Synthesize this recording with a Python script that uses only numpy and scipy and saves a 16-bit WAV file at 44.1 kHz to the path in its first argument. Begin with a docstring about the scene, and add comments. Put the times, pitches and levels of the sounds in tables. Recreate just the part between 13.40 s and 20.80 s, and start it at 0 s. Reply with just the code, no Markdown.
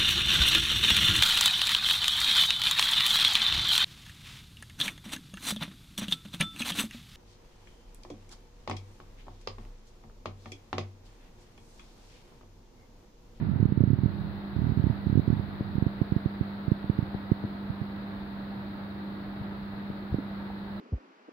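"""A hand-held phone in a quiet back garden. From the start a finger creeps over the case beside the right
microphone in juddering runs of dull stick-slip thumps, the skin rumbling as it drags. Behind it distant
traffic and a faint hiss swell in slightly, and a mains-driven machine hums beyond the fence.
After two seconds the slips come singly, and soft knocks and taps of the grip reach both microphones.
By 4.5 s the finger rests; a last few knocks and taps fall over the hum and the traffic."""
import sys
import numpy as np
from scipy import signal
from scipy.fft import rfft, irfft
from scipy.io import wavfile

SR = 44100
rng = np.random.default_rng(int(sys.argv[2]) if len(sys.argv) > 2 else 0)


def to_wav(sig):
    """Store sig (one row per channel, or 1-D mono) as 16-bit WAV at the path in sys.argv[1].

    Samples outside -1..1 are clipped; the rate is SR.
    """
    pcm = np.clip(np.atleast_2d(sig), -1, 1) * 32767
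    pcm = np.round(pcm).astype(np.int16)
    wavfile.write(sys.argv[1], SR, pcm.T)  # frames by channels


N = 326340
T = np.arange(N) / SR
HZ = np.maximum(np.arange(N // 2 + 1) * SR / N, 1)
FINGER_TURNS_S = 1.05

# the background swells in: time_s, traffic_db, hiss_db
SWELL = [(0, -1.5, -3), (.45, -3, -4), (.8, -1, 1), (2, 0, 1.4), (7.4, 0, 1.4)]


def from_db(db):
    """Decibels to gain."""
    return 10 ** (np.asarray(db) / 20)


def unit_rms(x):
    """Scale to unit rms."""
    return x / np.sqrt(np.mean(x ** 2) + 1e-20)


def in_time(rows):
    """Each column of an automation curve at every sample."""
    times, *columns = np.transpose(rows)
    return [np.interp(T, times, column) for column in columns]


def over_hz(points):
    """A curve joined on a log-frequency axis."""
    hz, value = np.transpose(points)
    return np.interp(np.log(HZ), np.log(hz), value)


def panned(pan_db):
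    """Gains of the two channels; pan_db is left over right."""
    return from_db(np.array([[1], [-1]]) * pan_db / 2)


def noise(gain):
    """White noise shaped by a gain per frequency."""
    return irfft(rfft(rng.standard_normal(N)) * gain, N)


def drift(rate_hz):
    """A slow random wander of unit rms."""
    return unit_rms(noise(1 / (1 + (HZ / rate_hz) ** 2)))


def filtered(x, hz, kind):
    """A gentle low-, high- or band-pass."""
    return signal.sosfilt(signal.butter(2, hz, kind, fs=SR, output="sos"), x + 1e-18)


def resonance(force, hz, width_hz):
    """One damped mode driven by a force."""
    r = np.exp(-np.pi * width_hz / SR)
    gain = (1 - r * r) / 2
    feedback = [1, -2 * r * np.cos(2 * np.pi * hz / SR), r * r]
    return signal.lfilter([gain, 0, -gain], feedback, force + 1e-18)


def finger(case_db=8, far_side_db=-19):
    """Stick-slip thumps the case, in runs and singly, close to the right microphone."""
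    # the finger lets go just once: time_s, level_db
    single_slips = [(0.2902, -17), (0.3227, -9.5), (0.5878, -14), (2.3544, -15.5), (2.3821, -12),
                    (2.4243, -9), (2.4659, -9.5), (2.6162, -8), (2.722, -9.5), (2.7643, -9.5),
                    (2.8594, -10), (3.0109, -10.5), (3.281, -12), (3.3181, -6.5), (3.4984, -8),
                    (3.5892, -10), (3.6267, -17), (3.9178, -5.5), (4.302, -16.5), (4.4159, -17.5)]
    runs = slip_force(judders())
    near = from_db(case_db) * case(runs + slip_force(single_slips)) + finger_pad(runs)
    return np.array([from_db(far_side_db) * near, near])


def judders(jitter=0.045, spread_db=1.5, catch_chance=0.4, catch_s=0.008, catch_loss_db=8):
    """The skin slips almost evenly, at times catching again just after; gives (time_s, level_db)."""
    # the finger judders in short runs: start_s, slip_count, period_s, level_db
    runs = [(0.027, 7, 0.022, -19.5), (0.2014, 3, 0.027, -10), (0.3769, 3, .031, -9),
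            (0.4740, 3, .0295, -11), (0.6359, 2, .024, -11), (1.1647, 7, 0.026, -14.5),
            (1.3736, 2, 0.026, -11.5), (1.4409, 3, 0.029, -11), (1.6678, 3, .030, -12.5),
            (1.756, 3, .0195, -8), (1.8766, 3, 0.026, -10.5), (1.9673, 2, 0.027, -16)]
    slips = []
    for start, count, period, db in runs:
        for k in range(round(count)):
            late, strength = rng.standard_normal(2)
            time_s = start + period * (k + jitter * late)
            level_db = db + spread_db * strength
            slips.append((time_s, level_db))
            if rng.random() < catch_chance:
                slips.append((time_s + catch_s, level_db - catch_loss_db))
    return slips


def slip_force(slips, reference_ms=0.71, reference_db=-10, halving_db=22.5):
    """One push per slip, shorter the harder it is; the force flips when the finger turns back."""
    force = 0
    for time_s, db in slips:
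        width_ms = reference_ms * 2 ** ((reference_db - db) / halving_db)
        force += np.sign(time_s - FINGER_TURNS_S) * from_db(db) * push(time_s, width_ms)
    return force


def push(time_s, width_ms, stick=0.072, lead_widths=3.0):
    """A smooth force pulse, led by a slight pull the other way while the skin still sticks."""
    widths = (T - time_s) * 1000 / width_ms
    near = np.abs(widths) < 10
    pull = stick * np.exp(-(widths[near] + lead_widths) ** 2 / 2)
    force = np.zeros(N)
    force[near] = np.exp(-widths[near] ** 2 / 2) - pull
    return force


def case(force, low_cut_hz=102):
    """The hand damps the case to a single swing; the microphone drops the deepest bass."""
    return filtered(resonance(force, hz=67, width_hz=158), low_cut_hz, "high")


def finger_pad(force, low_cut_hz=62):
    """The soft pad of the juddering finger wobbles after each slip, lower on the way back."""
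    outward = from_db(-2) * resonance(force * (T < FINGER_TURNS_S), hz=108, width_hz=38)
    back = from_db(1) * resonance(force * (T >= FINGER_TURNS_S), hz=80, width_hz=38)
    return filtered(outward + back, low_cut_hz, "high")


def skin(band_hz=(72, 190), resting_db=-53.5, far_side_db=-15, attack_db_per_s=149.5, release_db_per_s=46):
    """Dragging skin rumbles over the resting grip; each microphone feels its own part of the case."""
    # the finger drags in strokes: start_s, end_s, level_db
    strokes = [(0, 0.186, -27), (.2, 0.813, -32.5), (1.202, 1.465, -30.5), (1.68, 1.944, -31),
               (2.15, 2.38, -39)]
    level_db = resting_db
    for start, end, db in strokes:
        fade_in_db = attack_db_per_s * np.maximum(start - T, 0)
        fade_out_db = release_db_per_s * np.maximum(T - end, 0)
        level_db = np.maximum(level_db, db - fade_in_db - fade_out_db)
    dull = 1 / (1 + (HZ / 500) ** 4)
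    left, right = (unit_rms(filtered(noise(dull), band_hz, "band")) for _ in range(2))
    return from_db(level_db) * np.array([from_db(far_side_db) * left, right])


def knocks(gain_db=10):
    """The grip shifts and knocks through the whole case to both microphones."""
    # pushes of the grip: time_s, level_db, width_ms, pan_db
    shifts = [(2.2085, -19.5, .58, 4.5), (3.443, -29.5, 0.7, -9.5), (3.748, -26, 0.46, 14),
              (4.04, -26.5, 0.46, 12.5), (4.0493, -25.5, 0.69, -2), (6.012, -30.5, 1.3, 7),
              (6.5013, -29.5, 0.39, 15.5), (6.725, -20.5, 2.2, 3), (6.7442, -20, 0.47, -14)]
    force = sum(from_db(db) * panned(pan_db) * push(s, ms) for s, db, ms, pan_db in shifts)
    return from_db(gain_db) * case(force)


def taps(attack_s=0.00058):
    """Each light tap rings one damped part of the case for ten to twenty cycles."""
    # taps on the case: start_s, level_db, pitch_hz, t60_s, pan_db
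    hits = [(2.2050, -32, 675, 0.016, 1), (3.4410, -36.5, 770, 0.025, 5), (3.7430, -33.5, 800, 0.013, 9),
            (3.8980, -34.5, 775, .025, 6), (4.0380, -36, 700, .02, 0), (6.785, -19.5, 272, 0.049, -6.5),
            (7.1010, -31.5, 790, 0.023, -3)]
    rings = np.zeros((2, N))
    for start, db, hz, t60, pan_db in hits:
        age = np.clip(T - start, 0, 3 * t60)
        envelope = from_db(db - 60 * age / t60) * (1 - np.exp(-age / attack_s))
        rings += panned(pan_db) * envelope * np.sin(2 * np.pi * hz * age)
    return rings


def ticks(decay_s=0.0012, top_hz=11000):
    """The case gives tiny dry ticks, each a millisecond of bright crackle."""
    # ticks of the case: start_s, level_db
    bursts = [(.2510, -61), (.2600, -63), (.8072, -63), (3.3170, -57), (3.9190, -60)]
    envelope = sum(from_db(db) * (T >= s) * np.exp(-np.abs(T - s) / decay_s) for s, db in bursts)
    return filtered(envelope * rng.standard_normal((2, N)), top_hz, "low")


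def machine_hum(mains_hz=49.965, waver_db=0.9, wander_rad=0.045, pan_db=-1.5):
    """Mains harmonics, each wavering a little in level and phase on its way through the moving air."""
    # partials of the hum: mains_multiple, level_db
    harmonics = [(2, -53.5), (4, -39.5), (6, -53.5), (7, -58), (8, -65)]
    hum = 0
    for multiple, db in harmonics:
        phase = multiple * (2 * np.pi * mains_hz * T + wander_rad * drift(0.9))
        hum += from_db(db + waver_db * drift(2.5)) * np.sqrt(2) * np.sin(phase)
    return panned(pan_db) * hum


def traffic(level_db=-43, restless_db=0.4):
    """A far wash of traffic: alike at both microphones in the bass, diffuse in the treble."""
    # broad tone of the wash: frequency_hz, relative_db
    spectrum = [(25, -13), (60, 0.5), (110, 1), (170, 1), (240, -1.5), (350, -5), (480, -9), (900, -10.5),
                (1500, -11), (2000, -16.5), (2700, -23.5), (4200, -30.5), (5000, -39.5), (6000, -56)]
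    # narrow colours in it: centre_hz, width_hz, boost_db
    colours = [(300, 20, 2.5), (350, 30, 2), (590, 45, 3), (680, 40, 4), (785, 40, 3.5), (905, 60, 6),
               (1320, 60, 2.5), (1690, 60, 3), (1942, 50, 5.5)]
    # where each band leans: frequency_hz, pan_db
    balance = [(60, -7), (110, -2), (380, 3.5), (700, 0.5), (1300, -3), (2400, 2)]
    # how alike left and right are: frequency_hz, correlation
    likeness = [(60, 1), (130, 0.84), (290, 0.86), (640, 0.57), (1400, -0.081), (3000, -0.14)]
    colour_db = sum(db / (1 + (2 * (HZ - hz) / width) ** 2) for hz, width, db in colours)
    gain = from_db(over_hz(spectrum) + colour_db) * panned(over_hz(balance))
    gain /= 1 + (HZ / 7000) ** 8   # the air takes the top away
    alike = over_hz(likeness)
    mid = noise(gain * np.sqrt(1 + alike))
    side = noise(gain * np.sqrt(1 - alike)) * [[1], [-1]]
    swell_db, _ = in_time(SWELL)
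    return from_db(level_db + swell_db + restless_db * drift(7.2)) * unit_rms(mid + side)


def hiss(level_db=-60.5):
    """Each microphone has its own hiss, coloured by its port."""
    # tone of each port: frequency_hz, relative_db
    left_port = [(2500, -13.5), (3300, -5.5), (3900, 2.5), (4400, -2.5), (4900, -11.5), (5600, -33),
                 (7000, -37.5), (9600, -31.5), (10500, -21.5), (12000, -28), (13500, -21.5), (15600, -18.5)]
    right_port = [(2500, -19.5), (4000, -14.5), (4900, -18.5), (5600, -29), (7000, -34), (9600, -37),
                  (10500, -31.5), (12000, -29.5), (13500, -25.5), (15600, -20)]
    low_cut = 1 / (1 + (2000 / HZ) ** 4)
    both = np.array([noise(from_db(over_hz(port)) * low_cut) for port in (left_port, right_port)])
    _, swell_db = in_time(SWELL)
    return from_db(level_db + swell_db) * unit_rms(both)


def scene():
    """The garden behind, the hand in front."""
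    return traffic() + machine_hum() + hiss() + finger() + skin() + knocks() + taps() + ticks()


def record(dry):
    """A steep high cut takes off the very top."""
    cutoff_hz = 15800
    return irfft(rfft(dry) / np.sqrt(1 + (HZ / cutoff_hz) ** 300), N)


dry = scene()
out = record(dry)
to_wav(out)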